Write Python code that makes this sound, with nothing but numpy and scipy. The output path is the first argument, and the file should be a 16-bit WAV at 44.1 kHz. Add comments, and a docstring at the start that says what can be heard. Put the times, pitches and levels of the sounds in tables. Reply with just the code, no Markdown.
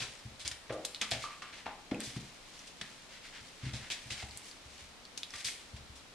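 """A cat plays on a tiled floor beside a glass door in a small quiet room, over faint microphone hiss.
It starts with a few soft steps, then scrabbles: claws tick and skid on the glaze, and knocks set the
door rattling in its frame. Near two seconds a pounce lands, the pads thumping the floor hardest.
A lull follows, mostly fur and pads brushing along. A second flurry comes around four seconds,
a last scrabble just after five, and the cat settles with a few light footfalls."""
import sys
import numpy as np
from scipy import signal
from scipy.fft import rfft, irfft
from scipy.io import wavfile

SR = 44100
rng = np.random.default_rng(int(sys.argv[2]) if len(sys.argv) > 2 else 0)


def master(y):
    """Save y as 16-bit WAV."""
    cut = np.clip(np.atleast_2d(y).T, -1, 1)
    pcm = np.round(cut * 32767)  # scale
    wavfile.write(sys.argv[1], SR, pcm.astype(np.int16))


N = 270774
EVENT_SIZE, HIT_SIZE = 22050, 4096   # samples in a long and in a short sound
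AGE = np.arange(EVENT_SIZE) / SR   # seconds since a sound began

# Tone colour of claw friction on the glaze: frequency_hz, level_db
CLAW_SPECTRUM = [(200, -9), (500, -7.5), (900, -10), (1400, -6), (1750, -0.5), (2300, 2), (2800, -1),
                 (3350, 1.5), (4000, 0), (5200, -1), (6500, -5), (8700, -9), (11000, -19.5), (14500, -42)]


def claw_ticks():
    """A claw tip rings for a few cycles, with a gritty edge where it bites the glaze."""
    # Claw tips tapping tile: start_s, level_db, pitch_hz
    taps = [(.4505, -31.5, 4500), (.478, -16, 6140), (0.5138, -38, 5160), (0.8499, -23.5, 4100),
            (0.8522, -21, 7700), (.947, -25.5, 4260), (.96, -34, 3850), (1.014, -24, 3220),
            (1.0161, -20.5, 6700), (1.0205, -27, 2500), (1.1138, -20, 4730), (1.119, -20.5, 3420),
            (1.9455, -34.5, 2560), (2.0044, -25.5, 8300), (2.593, -38, 5960), (2.8142, -32, 2940),
            (3.738, -43, 3570), (3.9018, -31, 2800), (3.92, -24.5, 3360), (4.107, -31.5, 2550),
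            (4.31, -42, 4300), (4.374, -25, 8300), (4.513, -39, 4570), (5.053, -39, 4460),
            (5.1772, -28, 6600), (5.2326, -24.5, 3700), (5.306, -33, 5370), (5.45, -25, 5360),
            (5.4855, -29, 2120)]
    light_tap_db, light_tap_cycles, choke_share = -24, 8.8, 0.53
    out = np.zeros((2, N))
    for start_s, level_db, pitch_hz in taps:
        grit = coloured(rng.standard_normal((2, HIT_SIZE)), CLAW_SPECTRUM, tilt_db=8.0)
        grit *= np.exp(-AGE[:HIT_SIZE] / 0.00063)
        # A harder tap chokes the ring.
        cycles = light_tap_cycles * from_db(choke_share * (light_tap_db - level_db))
        tick = contact(pitch_hz, cycles, rise_cycles=0.36)[:HIT_SIZE] + from_db(-11) * grit
        add(out, start_s, from_db(level_db) * scatter(tick, echo_db=-3.5, spread_s=0.0092))
    softness_hz = 12500   # a claw is too soft to give the very highest treble
    out = signal.sosfilt(signal.butter(4, softness_hz, fs=SR, output="sos"), out)
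    return from_db(0.5) * room(tile_ring(out), tail_db=-8)


def claw_skids():
    """Claws catch and slip rapidly as the paw slides, then lift off and leave the pad dragging."""
    # Slides across the glaze: start_s, level_db, length_s, tilt_db (per octave)
    skids = [(.002, -37, 0.026, -1), (0.395, -45.5, 0.022, 3.5), (0.453, -38.5, 0.015, 1),
             (0.514, -35.5, 0.0024, 1), (0.695, -42, .013, -10.5), (0.724, -49, 0.0093, 5),
             (.849, -34, 0.0026, 7.5), (1.013, -34.5, 0.014, -0.5), (1.108, -40, 0.0021, 14),
             (1.113, -34.5, 0.021, -1), (1.42, -45, 0.01, -2.5), (1.526, -47.5, 0.017, -4),
             (1.659, -40.5, 0.0075, -9), (1.912, -38.5, 0.0033, -7.5), (1.999, -43, 0.016, -1),
             (2.031, -43, 0.031, 5.5), (2.159, -49, 0.0097, -7.5), (2.671, -47.5, 0.0081, 4),
             (2.812, -36, 0.0031, -1), (3.734, -43.5, 0.033, 1), (3.901, -36, 0.022, 1),
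             (4.103, -38.5, 0.021, 1), (5.175, -36, 0.0019, 4.5), (5.337, -43, 0.0058, 0.5),
             (5.445, -35, 0.03, 5), (5.763, -50, 0.0075, 0), (5.955, -54.5, 0.022, 5.5)]
    drag_db, drag_fade_s = -21, 0.06
    out = np.zeros((2, N))
    for start_s, level_db, length_s, tilt_db in skids:
        since_lift = np.maximum(AGE - length_s, 0)
        fade_s = 0.0046 + 0.87 * length_s
        claw_release = np.exp(-since_lift / fade_s)
        pad_drag = from_db(drag_db) * np.exp(-since_lift / drag_fade_s)
        pressure = (1 - np.exp(-AGE / 0.00016)) * np.maximum(claw_release, pad_drag)
        slips = coloured(stick_slip(catches_per_s=1200, spread_db=1.5), CLAW_SPECTRUM, tilt_db)
        add(out, start_s, from_db(level_db) * pressure * slips)
    return from_db(-1.83) * room(tile_ring(out), tail_db=-4.5)


def paw_thumps():
    """A soft pad gives the floor a slow push and sets its low modes booming; the toes settle after it."""
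    # Paw landings: start_s, level_db, pitch_hz
    landings = [(0.014, -39.5, 133), (.252, -37, 106), (0.447, -44, 88), (0.51, -46.5, 88),
                (.698, -37.5, 125), (1.021, -42, 225), (1.117, -35.5, 118), (1.161, -39, 136),
                (1.918, -19.5, 293), (1.943, -30, 210), (1.992, -34, 268), (2.07, -41, 125),
                (2.165, -28, 154), (2.817, -43, 172), (3.41, -51, 106), (3.632, -32.5, 122),
                (3.663, -29, 128), (3.734, -31.5, 113), (4.057, -44, 116), (4.108, -40, 94.5),
                (4.229, -37.5, 90), (4.349, -50.5, 97), (4.653, -48, 81), (4.815, -50.5, 77.4),
                (5.34, -51, 94), (5.449, -50, 99), (5.735, -38, 88), (5.792, -52, 129), (5.894, -46, 83)]
    # Boom of the floor and the room above it: pitch_hz, gain_db, t60_s
    floor_modes = [(67.7, 12.5, 0.52), (125, -1.5, 0.13), (216, 5.5, 0.28), (254, 4, 0.2),
                   (300, -9.5, 0.053), (488, 9, 0.27), (524, -31, 0.16)]
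    toes_lag_s, toes_db, toes_pitch_ratio = 0.00594, -9, 2.037
    out = np.zeros((2, N))
    for start_s, level_db, pitch_hz in landings:
        pad = contact(pitch_hz, ring_cycles=4.6, rise_cycles=1.7)
        toes = contact(toes_pitch_ratio * pitch_hz, ring_cycles=5, rise_cycles=2.6)
        add(out, start_s, from_db(level_db) * pad)
        add(out, start_s + toes_lag_s, from_db(level_db + toes_db) * toes)
    boom = from_db(2.5) * resonate(out, floor_modes)
    return from_db(-5.5) * room(out + boom, tail_db=-4.5)


def frame_knocks():
    """Harder touches make the wooden frame ring, and the door rattles to rest."""
    # Knocks on the door and its frame: start_s, level_db, pitch_hz, loss_db (per rebound)
    knocks = [(.005, -47.5, 650, 7), (.705, -29, 535, 2.5), (1.019, -36, 1310, 8), (1.118, -33, 630, 7.5),
              (1.24, -32.5, 1180, 8), (1.423, -35.5, 1400, 14), (1.665, -31.5, 813, 5.5),
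              (1.918, -35.5, 595, 3.5), (2.813, -34, 1940, 20), (3.738, -44, 550, 6),
              (4.226, -41.5, 685, 14), (5.338, -33.5, 1810, 14)]
    # Ring of the door frame: pitch_hz, gain_db, t60_s
    frame_modes = [(314, 17, 0.26), (454, 1.5, 0.3), (518, -2, 0.059), (717, -9, 0.13), (740, 2, 0.21),
                   (825, 17, 0.12), (1083, 4, .12), (1180, 20, 0.087), (1256, -5.5, 0.03),
                   (1400, -4, 0.022), (1810, 5.5, 0.032)]
    rebound_s, rebound_jitter = 0.015, 0.301
    overtone_ratio, overtone_db = 2.24, -10
    out = np.zeros((2, N))
    for start_s, level_db, pitch_hz, loss_db in knocks:
        body = contact(pitch_hz, ring_cycles=5.1, rise_cycles=0.71)
        overtone = contact(overtone_ratio * pitch_hz, ring_cycles=5, rise_cycles=1.0)
        touch = (body + from_db(overtone_db) * overtone)[:HIT_SIZE]
        gaps_s = rebound_s * (1 + rebound_jitter * rng.uniform(-1.005, 1, size=8))
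        for rebound, gap_s in enumerate(gaps_s):
            hit = scatter(touch, echo_db=-0.5, spread_s=0.0047)
            add(out, start_s, from_db(level_db - rebound * loss_db) * hit)
            start_s += gap_s
    ring = from_db(-11.5) * resonate(out, frame_modes)
    return from_db(-1.5) * room(out + ring, tail_db=-1.5)


def brushing():
    """Fur and pads slide past in fine, grainy swishes that swell and fade, over the coat's faint rustle."""
    # Tone colour of fur: frequency_hz, level_db
    fur_spectrum = [(200, -18.5), (500, -20), (1000, -13.5), (1600, -3.5), (2100, 2), (2600, 0),
                    (3600, -0.5), (5500, -3), (8500, -9), (11000, -18), (14500, -42)]
    # Level curve of the coat's rustle: time_s, level_db
    rustle_curve = [(0, -46.5), (.3, -65), (.6, -72), (1.1, -55), (1.9, -76), (2.1, -50.5), (2.42, -63.5),
                    (2.58, -55), (2.76, -62), (2.92, -57.5), (3.2, -68), (3.47, -57), (3.57, -61),
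                    (4.25, -53.5), (4.65, -62.5), (4.8, -54.5), (5.0, -74), (5.5, -52), (6.14, -87)]
    # Fur and pads brushing past: centre_s, level_db, tilt_db (per octave)
    swishes = [(1.232, -45, 0.5), (1.315, -50, -5), (1.48, -53.5, -7), (1.584, -52, -2.5), (1.7, -54, -10),
               (3.145, -52.5, -1.5), (3.263, -52, -1.5), (3.366, -49.5, -4.5), (3.67, -47.5, -3.5),
               (3.848, -50.5, -5), (4.206, -46.5, -1.5), (4.474, -52.5, 6), (5.389, -45, 3)]
    rustle_db = np.interp(np.arange(N) / SR, *np.transpose(rustle_curve))
    coat = coloured(stick_slip(catches_per_s=480, spread_db=2.5, size=N), fur_spectrum, tilt_db=2)
    out = from_db(rustle_db) * coat
    lead_s, swell_s = EVENT_SIZE / SR / 2, 0.043
    swell = np.exp(-((AGE - lead_s) / swell_s) ** 2)
    for centre_s, level_db, tilt_db in swishes:
        fur = coloured(stick_slip(catches_per_s=400, spread_db=2.0), fur_spectrum, tilt_db)
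        add(out, centre_s - lead_s, from_db(level_db) * fur * swell)
    return from_db(0.5) * room(out, tail_db=-11.5)


def contact(hz, ring_cycles, rise_cycles):
    """A short swing that builds as the contact closes, damped by 60 dB over ring_cycles; peak 1."""
    closing = 1 - np.exp(-AGE * hz / rise_cycles)
    swing = closing * np.sin(2 * np.pi * hz * AGE) * decay(ring_cycles / hz)
    return swing / np.abs(swing).max()


def stick_slip(catches_per_s, spread_db, size=EVENT_SIZE):
    """A pair of friction noises whose strength jumps from one catch to the next."""
    catch = np.cumsum(rng.random(size) < catches_per_s / SR)
    strengths = from_db(spread_db * np.clip(rng.standard_normal(size + 1), -2, 2))
    return strengths[catch] * rng.standard_normal((2, size))


def tile_ring(x):
    """Add the short, faint ring of the tile under a claw."""
    # Tile resonances: pitch_hz, width_hz, gain_db
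    tile_peaks = [(2540, 52, -2.5), (3420, 80, 0), (3540, 31, -6), (3910, 49, -3.5), (4670, 72, -14)]
    modes = [(hz, db, np.log(1000) / (np.pi * width_hz)) for hz, width_hz, db in tile_peaks]
    return x + from_db(-3.5) * resonate(x, modes)


def scatter(sound, echo_db, spread_s):
    """Add quick echoes off floor, door and furniture, different from every spot where a paw lands."""
    age = AGE[:HIT_SIZE]
    envelope = np.exp(-age / spread_s) * (1 - np.exp(-age / 0.00061))
    response = rms_one(diffuse(HIT_SIZE) * envelope) / np.sqrt(HIT_SIZE)
    echoes = signal.fftconvolve(np.atleast_2d(sound), response, axes=1)[:, :HIT_SIZE]
    return sound + from_db(echo_db) * echoes


def room(x, tail_db):
    """Add the small room's reverb tail, which dies band by band."""
    # Reverb times: frequency_hz, t60_s
    bands = [(100, 0.41), (500, 0.45), (2000, 0.49), (6000, 0.26), (13000, 0.52)]
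    hz = np.fft.rfftfreq(EVENT_SIZE, 1 / SR)
    noise, tail = rfft(diffuse(EVENT_SIZE)), 0
    for band_hz, t60_s in bands:
        band_share = at_hz([(centre_hz, centre_hz == band_hz) for centre_hz, _ in bands], hz)
        tail = tail + irfft(noise * band_share) * decay(t60_s)
    response = rms_one(tail * (1 - np.exp(-AGE / 0.0038))) / np.sqrt(EVENT_SIZE)
    return x + from_db(tail_db) * signal.fftconvolve(x, response, axes=1)[:, :N]


def background_hiss():
    """Steady microphone hiss, wide in the treble, over a faint low rumble."""
    # Tone colour of the hiss and rumble: frequency_hz, level_db
    hiss_spectrum = [(12, -78), (20, 12), (43, -3.5), (102, -7.5), (282, -4.5), (361, -9), (502, -7),
                     (1320, -9.5), (1470, -10.5), (4080, -11), (8120, -19.5), (9580, -22.5), (13000, -33.5),
                     (14500, -39)]
    # Their stereo image: frequency_hz, likeness (1 is mono)
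    hiss_likeness = [(30, 0.92), (80, 0.23), (200, 0.66), (600, 0.51), (1200, 0.39), (3000, 0.066),
                     (10000, 0.091)]
    return from_db(-54.5) * coloured(rng.standard_normal((2, N)), hiss_spectrum, likeness=hiss_likeness)


def coloured(pair, spectrum, tilt_db=0, likeness=None):
    """Shape two unrelated noises into one stereo noise, tilted per octave from 1 to 10 kHz; rms 1."""
    # Stereo image of the cat's sounds: frequency_hz, likeness (1 is mono)
    cat_likeness = [(30, 0.71), (100, .995), (300, 0.98), (600, 0.97), (1200, 0.87), (2500, 0.83),
                    (5000, 0.33), (10000, 0.085)]
    hz = np.fft.rfftfreq(pair.shape[-1], 1 / SR)
    octaves = np.log2(np.clip(hz, 1000, 10000) / 1000)
    mid, side = rfft(pair) * from_db(at_hz(spectrum, hz) + tilt_db * octaves)
    alike = at_hz(cat_likeness if likeness is None else likeness, hz)
    left_right = np.sqrt(1 + alike) * mid + np.sqrt(1 - alike) * side * [[1], [-1]]
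    return rms_one(irfft(left_right, pair.shape[-1]))


def diffuse(size):
    """White stereo noise with the cat's stereo image: nearly mono through the mids, wider in the treble."""
    return coloured(rng.standard_normal((2, size)), [(1, 0), (SR, 0)])


def resonate(x, modes):
    """Ring parallel resonators, each with its own gain at the peak."""
    out = 0
    for hz, gain_db, t60_s in modes:
        radius = from_db(-60 / (t60_s * SR))
        drive = (1 - radius ** 2) / 2
        feedback = [1, -2 * radius * np.cos(2 * np.pi * hz / SR), radius ** 2]
        out = out + from_db(gain_db) * signal.lfilter([drive, 0, -drive], feedback, x + 1e-18)
    return out


def decay(t60_s):
    """An envelope that falls 60 dB in t60_s."""
    return np.exp(-np.log(1000) * AGE / t60_s)


def from_db(db):
    """Decibels to gain."""
    return 10 ** (np.asarray(db) / 20)


def rms_one(x):
    """Scale to rms 1."""
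    return x / np.sqrt(np.mean(x ** 2) + 1e-20)


def at_hz(points, hz):
    """Read a curve on a log-frequency axis."""
    point_hz, values = np.transpose(points)
    return np.interp(np.log(hz + 1e-3), np.log(point_hz), values)


def add(track, start_s, sound):
    """Mix a sound in at start_s."""
    start = max(round(start_s * SR), 0)
    track[..., start:start + sound.shape[-1]] += sound[..., :N - start]


def scene():
    """The cat over the background hiss, the whole mix leaning a little to the left."""
    cat = claw_ticks() + claw_skids() + paw_thumps() + frame_knocks() + brushing()
    lean_db = 0.5
    return (cat + background_hiss()) * from_db([[lean_db], [-lean_db]])


def record(dry):
    """The microphone thins the deepest bass; the top is cut steeply."""
    low_cut_hz, high_cut_hz = 36, 14300
    thinned = signal.sosfilt(signal.butter(2, low_cut_hz, "high", fs=SR, output="sos"), dry)
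    return signal.sosfilt(signal.ellip(10, .1, 70, high_cut_hz, fs=SR, output="sos"), thinned)


dry = scene()
out = record(dry)
master(out)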